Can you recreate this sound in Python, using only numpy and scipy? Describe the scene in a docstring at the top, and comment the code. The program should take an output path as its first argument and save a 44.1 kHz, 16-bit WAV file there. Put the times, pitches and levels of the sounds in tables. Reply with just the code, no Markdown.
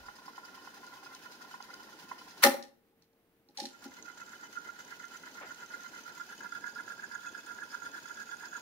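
"""Cassette deck winding and rewinding

A cassette deck winds forward, is stopped with a loud key clunk, then rewinds, close to a hand-held camera.
The driven hub rattles and knocks in the cassette shell at certain angles of each turn: noise and short rings.
Tape and rollers hiss and tick, the motor hums in the case: filtered noise that stops with the reels.
Keys crack and set panel and case ringing, fingers rub the camera, and a small quiet room answers.
Two microphone ports a few centimetres apart hear it all."""
import sys
import numpy as np
from scipy import signal
from scipy.fft import rfft, irfft, next_fast_len
from scipy.io import wavfile
from scipy.ndimage import map_coordinates

SR = 44100
rng = np.random.default_rng(int(sys.argv[2]) if len(sys.argv) > 2 else 0)


def dump(signal):
    """Clip the signal to [-1, 1] and save it as 16-bit WAV at the path in sys.argv[1]."""
    limited = np.clip(np.atleast_2d(signal).T, -1, 1)
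    pcm = np.round(limited * 32767).astype(np.int16)
    wavfile.write(sys.argv[1], SR, pcm)


N = 379701

FORWARD_TURNS, REWIND_TURNS = 10.37, 8.5  # hub turns a second
STOP_S, START_S = 2.43, 3.6  # the reels stop under the stop key and start again under the rewind key
SPIN_UP_S = 0.21

# which colour of the deck is heard: start_s, state (0 forward, 1 rewind, 2 rewind with the camera turned)
DECK_STATE = [(2.5, 0.25), (3.5, 1), (6.0, 0.89), (6.5, 2)]
# hub looseness over one rewind turn: share_of_turn, level_db
REWIND_LOOSENESS = [(0, -12.5), (0.421, -5), (0.511, 3.5), (.6, 0.5), (.7, 6), (.86, 5), (1, -7.5)]
# knocks of the hub against the shell: start_s, late_share_of_turn, first_knock_db, last_knock_db
HUB_KNOCKS = [(0, -0.035, -49, -44), (1, 0.039, -49, -45), (2.3, -.03, -43.5, -46), (4, .01, -41, -33),
              (5.1, .025, -31, -31), (6.1, -.021, -40, -32), (6.5, -.021, -21.5, -31),
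              (7.3, .001, -28.5, -29), (8.6, .021, -28.5, -35)]
# tone colour of the snaps and of the noise swells before them: pitch_hz, level_db
CLICK_COLOUR = [(590, -30), (1000, 1.5), (2990, -6), (3990, -8), (7510, -14), (10300, -9.5), (15700, -12.5)]


def amp(db):
    """Decibels as a plain multiplier."""
    return 10 ** (np.asarray(db) / 20)


def unit(x):
    """The same sound at an average (rms) level of 1."""
    return x / np.sqrt(np.mean(x ** 2) + 1e-20)


def along(points, hz):
    """Reads (Hz, value) points on a log pitch axis."""
    f, v = np.transpose(points)
    return np.interp(np.log(hz + 1), np.log(f + 1), v)


def coloured(x, points):
    """A sound whose tone follows (Hz, dB) points."""
    return filtered(x, lambda hz: amp(along(points, hz)))


def curve(rows, column, at=None):
    """One column of a table read at each sample, or at other positions."""
    rows = np.array(rows)
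    positions = np.arange(N) / SR if at is None else at
    return np.interp(positions, rows[:, 0], rows[:, column])


def wobble(rate):
    """A smooth random curve, rate knots a second."""
    knots = rng.standard_normal(int(N * rate / SR) + 4)
    return map_coordinates(knots, [np.arange(N) * rate / SR])


def filtered(x, response):
    """A sound passed through a complex response of frequency."""
    m = next_fast_len(N + SR // 2)
    hz = np.fft.rfftfreq(m, 1 / SR)
    return irfft(rfft(x, m) * response(hz), m)[..., :N]


def ports(pair):
    """Two unrelated sounds shared out so that the ports agree in the bass and differ in the treble."""
    # how alike the two ports hear: pitch_hz, likeness (1 is the same)
    likeness = [(40, 0.71), (150, .92), (1000, 0.83), (2000, 0.052), (5000, 0.033)]

    def mix(hz):
        angle = np.arccos(np.clip(along(likeness, hz), 0, 1)) / 2
        return np.array([np.cos(angle), np.sin(angle)])

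    mid, side = filtered(pair, mix)
    return np.array([mid + side, mid - side])


def swell_and_fade(rise, fall):
    """Outline of one contact, rise and fall in seconds: it swells in, then dies away."""
    t = np.arange(round(8 * (rise + fall) * SR)) / SR
    return t, (1 - np.exp(-(t / rise) ** 2)) * np.exp(-t / fall)


def rung(force, modes, own_db=0):
    """A force rings steep resonances; levels follow the state of the deck, and each may flicker alone."""
    state, out = curve(DECK_STATE, column=1), 0
    for hz, width_hz, *db in modes:
        level = amp(np.interp(state, range(len(db)), db) + own_db * wobble(60))
        peak = signal.iirpeak(hz, hz / width_hz / 2, SR)
        once = signal.lfilter(*peak, force * level)
        out = out + signal.lfilter(*peak, once)
    return out


def struck(events, modes, rise, fall, scatter_db, order=2):
    """Each (s, dB) contact sets all modes ringing at new strengths; the rings swell and fade together."""
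    out = np.zeros((2, N + SR))
    t, shape = swell_and_fade(rise, fall)
    hz = np.array([m[0] for m in modes])
    levels = np.array([m[order:] for m in modes])  # level columns start at column order
    for s, db in events:
        state = min(round(float(curve(DECK_STATE, 1, s))), levels.shape[1] - 1)
        size = amp(db + levels[:, state] + rng.normal(0, scatter_db, len(hz)))
        phase = rng.random((2, len(hz), 1))
        rings = np.sin(2 * np.pi * (hz[:, None] * t + phase))
        out[:, round(s * SR):][:, :len(t)] += shape * np.einsum("m,cmt->ct", size, rings)
    return out[:, :N]


def bursts(times, levels_db, rise, fall):
    """A scuff of noise, different in each of two channels, at each time."""
    out = np.zeros((2, N + SR))
    t, shape = swell_and_fade(rise, fall)
    for s, db in zip(times, levels_db):
        out[:, round(s * SR):][:, :len(t)] += amp(db) * shape * rng.standard_normal((2, len(t)))
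    return out[:, :N]


def turning():
    """1 while the reels turn, 0 at rest: they coast to a stop and spin up again."""
    t, coast_s = np.arange(N) / SR, 0.043
    stopping = 1 - (t - STOP_S) / coast_s
    starting = (t - START_S) / SPIN_UP_S
    return np.clip(np.maximum(stopping, starting), 0, 1)


def running(column):
    """Loudness of one part of the transport, silent when the reels rest."""
    # relative loudness while the reels turn: start_s, hub_rattle_db, tape_hiss_db
    winding_levels = [(0, -55, -60), (1.6, -54.5, -58.5), (2.4, -58, -58.5), (3.7, -60.5, -62.5),
                      (4.1, -53.5, -60.5), (6.1, -51, -56.5), (6.5, -49, -59), (8.6, -49.5, -57)]
    return turning() * amp(curve(winding_levels, column))


def per_turn(forward, rewind):
    """Level in dB of a pattern that repeats with each turn of the driven hub."""
    t, late = np.arange(N) / SR, curve(HUB_KNOCKS, column=1)
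    forward_db = curve(forward, 1, (t * FORWARD_TURNS - late) % 1)
    rewind_db = curve(rewind, 1, (t * REWIND_TURNS - late) % 1)
    return np.where(t < START_S, forward_db, rewind_db)


def still_room():
    """Faint air and microphone hiss as shaped noise, plus a few wavering tones at fixed pitches."""
    # tone colour of the still room: pitch_hz, relative_level_db
    air_colour = [(27, -15.5), (123, -11), (254, -5.5), (1030, -19.5), (1820, -20), (7580, -34.5),
                  (15700, -25)]
    # steady-pitched tones in the room: pitch_hz, level_db
    room_tones = [(355.3, -80.5), (457.6, -77)]
    t = np.arange(N) / SR
    breath = amp(1.3 * wobble(17)) * rng.standard_normal((2, N))
    air = ports(coloured(breath, air_colour))
    tones = sum(amp(db + 2.2 * wobble(2.8)) * np.sin(2 * np.pi * hz * t) for hz, db in room_tones)
    return amp(-71.5) * unit(air) + tones


def walls(x):
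    """The room's answer is a noise tail in which each frequency dies at its own speed."""
    # how long the echo takes to fall by 60 dB: pitch_hz, fall_s
    echo_times = [(200, 0.5), (1000, 0.37), (5000, 0.3)]
    hz, t, z = signal.stft(rng.standard_normal((2, SR // 2)), SR, nperseg=256)
    fading = z * amp(-60 * t / along(echo_times, hz)[:, None])
    tail = signal.istft(fading, SR, nperseg=256)[1]
    tail = tail / np.linalg.norm(tail[0])
    delayed = np.pad(x, ((0, 0), (300, 0)))  # samples before the answer
    return signal.fftconvolve(delayed, tail, axes=1)[:, :N]


def grip():
    """Skin drags in lumps on the camera's shell: a dull rub of noise without the deepest bass."""
    # fingers shifting on the camera: start_s, length_s, relative_level_db, rub_top_hz
    finger_rubs = [(0, 0.13, -64.5, 108), (5.41, 0.071, -46.5, 2200)]
    t, out = np.arange(N) / SR, 0
    for s, length, db, top_hz in finger_rubs:
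        touch = np.clip((t - s) / 0.0026, 0, 1) * np.clip((s + length - t) / (0.5 * length), 0, 1)

        def dull(hz):
            no_deep_bass = hz ** 4 / (hz ** 4 + (top_hz / 9) ** 4)
            return no_deep_bass / (hz + 1) ** 0.14 / np.hypot(1, (hz / top_hz) ** 4)

        lumps = amp(db + 1.2 * wobble(90))
        out = out + lumps * touch * unit(filtered(rng.standard_normal((2, N)), dull))
    return ports(out)


def motor():
    """Motor, belt and flywheel rumble unevenly in the case while the tape moves: unsteady low noise."""
    # tone colour of the rumble: pitch_hz, relative_level_db
    motor_colour = [(24, -56.5), (40, -21.5), (128, -13.5), (237, -0.5), (456, -5), (699, -9), (983, -2.5),
                    (1200, -21), (2640, -120)]
    force = amp(2.1 * wobble(40) + 0.59 * wobble(10.0)) * rng.standard_normal((2, N))
    return ports(amp(-60.5) * turning() * unit(coloured(force, motor_colour)))


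def ticking(roller):
    """(s, dB) of small ticks: two tape-edge snags in each forward turn, one per roller turn in rewind."""
    snag_from, snag_to = .58, 1  # share of a forward turn in which the tape edge snags
    snag_db, roller_tick_db, scatter_db = -54, -60.5, 3.5
    turn = np.repeat(np.arange(np.floor(STOP_S * FORWARD_TURNS)), 2)
    snags = (turn + rng.uniform(snag_from, snag_to, len(turn))) / FORWARD_TURNS
    pats = np.flatnonzero(np.diff(np.floor(roller + 0.085))) / SR
    pats = pats[pats > START_S + SPIN_UP_S]
    db = np.r_[np.full(len(snags), snag_db), np.full(len(pats), roller_tick_db)]
    return list(zip(np.r_[snags, pats], db + scatter_db * rng.standard_normal(len(db))))


def tape():
    """Tape rubs past the guides and snags; in rewind a roller pats it twice a turn, once harder."""
    # guide roller in rewind: start_s, turns_per_s
    roller_speed = [(4, 33.9), (6.4, 35), (8.6, 35.4)]
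    # tape drag over one forward turn: share_of_turn, level_db
    forward_drag = [(0, 6), (.2, -3.5), (.6, -4.5), (.7, 7), (1, -0.5)]
    # ringing of tape path and metal chassis:
    # pitch_hz, width_hz (sets the sharpness), forward_db, rewind_db, camera_turned_db
    path_rings = [(2574, 35, 2.5, 0.5, 5), (3017, 42, 0.5, 5.5, 0.5), (3413, 78, -10, -6.5, 3),
                  (4120, 77, -6, -2, -15), (4990, 410, -4, -7.5, -2), (6200, 77, -6.5, 5.5, -0.5),
                  (6690, 230, -18, -3.5, 3.5), (7210, 87, -18, 1, -8.5), (9200, 220, -12.5, -17, -8)]
    # tone colour of the broad hiss: pitch_hz, relative_level_db
    hiss_colour = [(880, -36), (1500, -7), (2200, -15.5), (5020, -13.5), (6880, -18.5), (7970, -27),
                   (9330, -24.5), (15700, -24)]
    # the sharpest ticks in the tape path: start_s, relative_level_db
    sharp_ticks = [(0.8659, -41.5), (1.1488, -37.5), (1.6247, -36.5), (1.7404, -35.5), (1.9974, -41),
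                   (4.025, -45)]
    drag_follows = 0.35  # share of the rewind rattle, in dB, that the tape drag follows
    pat_at = .62  # share of a roller turn where it pats harder
    roller = np.cumsum(curve(roller_speed, column=1)) / SR - pat_at
    pats = 2 * np.cos(2 * np.pi * roller) + 1.8 * np.cos(4 * np.pi * roller)
    pats = pats * (np.arange(N) > START_S * SR)
    drag = per_turn(forward_drag, np.multiply(REWIND_LOOSENESS, [1, drag_follows]))

    rub = amp(drag + pats + 1.5 * wobble(130)) * rng.standard_normal((2, N))
    guides = rung(rub, path_rings, own_db=4.5)
    flutter = amp(0.47 * drag + 0.43 * pats + 1.5 * wobble(45))
    broad = coloured(flutter * rng.standard_normal((2, N)), hiss_colour)
    all_ticks = sharp_ticks + ticking(roller)
    ticks = struck(all_ticks, path_rings[3:], rise=0.00053, fall=0.0027, scatter_db=4.0)
    hiss = amp(-2.5) * unit(guides) + amp(0.5) * unit(broad)
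    return ports(running(column=2) * hiss + ticks)


def swells():
    """Noise swells briefly before some key cracks and stops there."""
    # the swells: end_s, length_s, first_db, last_db (relative)
    noise_swells = [(2.4374, 0.015, -35, -12), (3.578, 0.031, -66, -58), (3.853, 0.029, -59, -50)]
    t, level = np.arange(N) / SR, 0
    for end, length, first_db, last_db in noise_swells:
        level = level + amp(np.interp(t, [end - length, end], [first_db, last_db], -200, -200))
    return level * rng.standard_normal((2, N))


def crack(s, db, clatter_db):
    """A contact snaps and rings the levers; loose parts clatter after it in grains."""
    # ringing of the steel levers: pitch_hz, width_hz (sets the sharpness), level_db
    lever_rings = [(1797, 45, 5.5), (1990, 56, -2.5), (3760, 75, -7.5), (4120, 60, -2), (4330, 73, -1.5),
                   (5130, 100, -4), (5720, 110, -1.5), (6700, 100, -6.5)]
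    clatter = bursts(s, 1.154 * db + clatter_db, rise=0.0028, fall=0.023) * amp(3.64 * wobble(350))
    snap = bursts(s, db, rise=0.00042, fall=0.0023) + clatter
    struck_levers = struck(zip(s, db), lever_rings, rise=0.00043, fall=0.0039, scatter_db=2.5)
    levers = struck_levers + amp(-0.5) * rung(clatter, lever_rings, own_db=5.0)
    return amp(5.5) * coloured(snap, CLICK_COLOUR) + amp(-7.0) * levers


def keys():
    """Keys, levers and latches: each contact cracks; panel and case ring longer."""
    # the contacts: start_s, crack_db, panel_db, case_db (panel and case relative to the crack)
    contacts = [(2.4385, -7, -9, -17.5), (2.4511, -17.5, 3.5, -3.5), (2.469, -21, 3.5, 0.5),
                (2.54, -39, 6.5, -11), (2.6253, -38.5, -28, -14), (2.922, -85.5, 16, 0),
                (3.0218, -58.5, -18, -15), (3.131, -70.5, -6, -8), (3.487, -56.5, -3.5, -1),
                (3.573, -31.5, -18, -26), (3.583, -39, 3, -18), (3.6001, -29.5, -5.5, -27),
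                (3.617, -48.5, -3, 8), (3.636, -42.5, 4.5, 2), (3.654, -31.5, -15, -9.5),
                (3.8405, -44, -20, -14), (3.854, -49.5, 5, 12)]
    # ringing of the front panel: pitch_hz, stop_key_db, rewind_key_db
    panel_rings = [(536, -2, -11), (563.4, -2, -12), (819, -1.5, 1.5)]
    # booming of the case: pitch_hz, stop_key_db, rewind_key_db
    case_booms = [(233.2, -2.5, -1.5), (268.2, -2.5, -0.5), (350, -3.5, -5)]
    s, db, panel_db, case_db = np.transpose(contacts)
    light = s > 2.6  # seconds: contacts after the stop blow are lighter latches

    def latch_band(hz):  # a light latch cracks in one broad band around 4830 Hz
        return amp(3.5) / (1 + (hz / 4830 - 4830 / (hz + 1)) ** 2)

    def no_shudder(hz):  # the ringing is cut below about 150 Hz
        return hz ** 4 / (hz ** 4 + 150 ** 4)

    heavy_cracks = crack(s[~light], db[~light], clatter_db=-4.5)
    light_cracks = filtered(crack(s[light], db[light], clatter_db=1), latch_band)  # they rattle more
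    lead_in = amp(6.5) * coloured(swells(), CLICK_COLOUR)
    panel = struck(zip(s, db + panel_db), panel_rings, rise=0.0032, fall=0.014, scatter_db=1.7, order=1)
    case = struck(zip(s, db + case_db), case_booms, rise=0.005, fall=0.016, scatter_db=1.05, order=1)
    buzz = amp(2.5 * wobble(140))
    body = filtered((panel + case) * buzz, no_shudder)
    return ports(heavy_cracks + light_cracks + lead_in + body)


def seatings():
    """(s, dB) of the knocks in every turn, where the hub meets the shell."""
    odd_turn_db, middle_db = -5, -3.5  # rewind: first knock softer every other turn; middle re the last
    scatter_db, scatter_s = 1.3, .0012
    seated_s = 3.95  # the rewind knocks turn regular
    # each knock: share of turn, level column of HUB_KNOCKS, extra dB, extra dB on odd turns
    forward = [(.6, 2, 0, 0), (.93, 3, 0, 0)]
    rewind = [(.45, 2, 0, odd_turn_db), (.675, 3, middle_db, 0), (.795, 3, 0, 0)]
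    stretches = [(0, STOP_S, FORWARD_TURNS, forward), (seated_s, N / SR, REWIND_TURNS, rewind)]
    out = []
    for start, end, rate, seats in stretches:
        turn = np.arange(np.ceil(start * rate), np.floor(end * rate))
        for seat, column, extra_db, odd_db in seats:
            late, hard = rng.standard_normal((len(turn), 2)).T
            s = (turn + seat) / rate
            s = s + curve(HUB_KNOCKS, 1, s) / rate + scatter_s * late
            db = curve(HUB_KNOCKS, column, s) + extra_db + turn % 2 * odd_db + scatter_db * hard
            out += zip(s, db)
    return out


def hub():
    """The loose hub chatters against the shell, hardest at certain angles of each turn, and knocks it."""
    # hub looseness over one forward turn: share_of_turn, level_db
    forward_looseness = [(0, 2.5), (.15, -7.5), (.35, -6), (.65, 3), (.8, -7), (1, 5)]
    # ringing of cassette shell and window:
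    # pitch_hz, width_hz (sets the sharpness), forward_db, rewind_db, camera_turned_db
    shell_rings = [(804, 52, -2, -22, -26.5), (967, 68, -25, -16.5, -15), (1020, 36, 6.5, -21, -23.5),
                   (1414.4, 43, 2, 2.5, 1.5), (1636, 51, -25.5, -8.5, -1), (1835, 64, -8.5, -13.5, -32),
                   (2044, 24, -8, -8, -17)]
    # extra single knocks, and a sharp tick at 2.112 s, all ringing the shell: start_s, relative_level_db
    single_knocks = [(0.082, -34), (0.278, -32), (0.377, -34), (0.671, -35.5), (1.539, -30.5), (1.601, -32),
                     (1.699, -36.5), (2.112, -28), (3.848, -40), (3.915, -38), (4.078, -29), (7.131, -30)]
    chatter = amp(per_turn(forward_looseness, REWIND_LOOSENESS) + 3.2 * wobble(80))
    force = chatter * rng.standard_normal((2, N))
    all_knocks = seatings() + single_knocks
    knocks = struck(all_knocks, shell_rings, rise=0.005, fall=0.0041, scatter_db=2.0)
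    rattle = running(column=1) * unit(rung(force, shell_rings, own_db=4.0))
    return ports(rattle + knocks)


def scene():
    """The winding deck and its key blows, their answer from the room, the camera grip and the still room."""
    # half of left minus right for the driven hub, one value per deck state: pan_db
    hub_pan_db = [-0.04, -2, -2]
    pan = np.interp(curve(DECK_STATE, column=1), range(len(hub_pan_db)), hub_pan_db)
    winding = hub() * amp([pan, -pan]) + tape() + motor()
    blows = keys()
    echo = walls(amp(-11.5) * winding + amp(-11.0) * blows)
    return winding + blows + echo + grip() + still_room()


def record(dry):
    """The ports differ in colour and arrival time; nothing is kept above the band limit."""
    # colour difference of the ports: pitch_hz, left_minus_right_db
    port_lean = [(60, 0), (550, 1.5), (1650, -2.5), (4970, -1.5), (15000, 3.5)]
    lag_s = 6 / SR  # the right port hears later
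    top_hz, edge_hz = 15800, 150  # middle and width of the fall at the band limit

    def response(hz):
        left = amp(along(port_lean, hz) / 2) * np.exp(1j * np.pi * hz * lag_s)
        band = np.clip((top_hz - hz) / edge_hz + .5, 0, 1) ** 2
        return np.array([left, 1 / left]) * band

    return filtered(dry, response)


dry = scene()
out = record(dry)
dump(out)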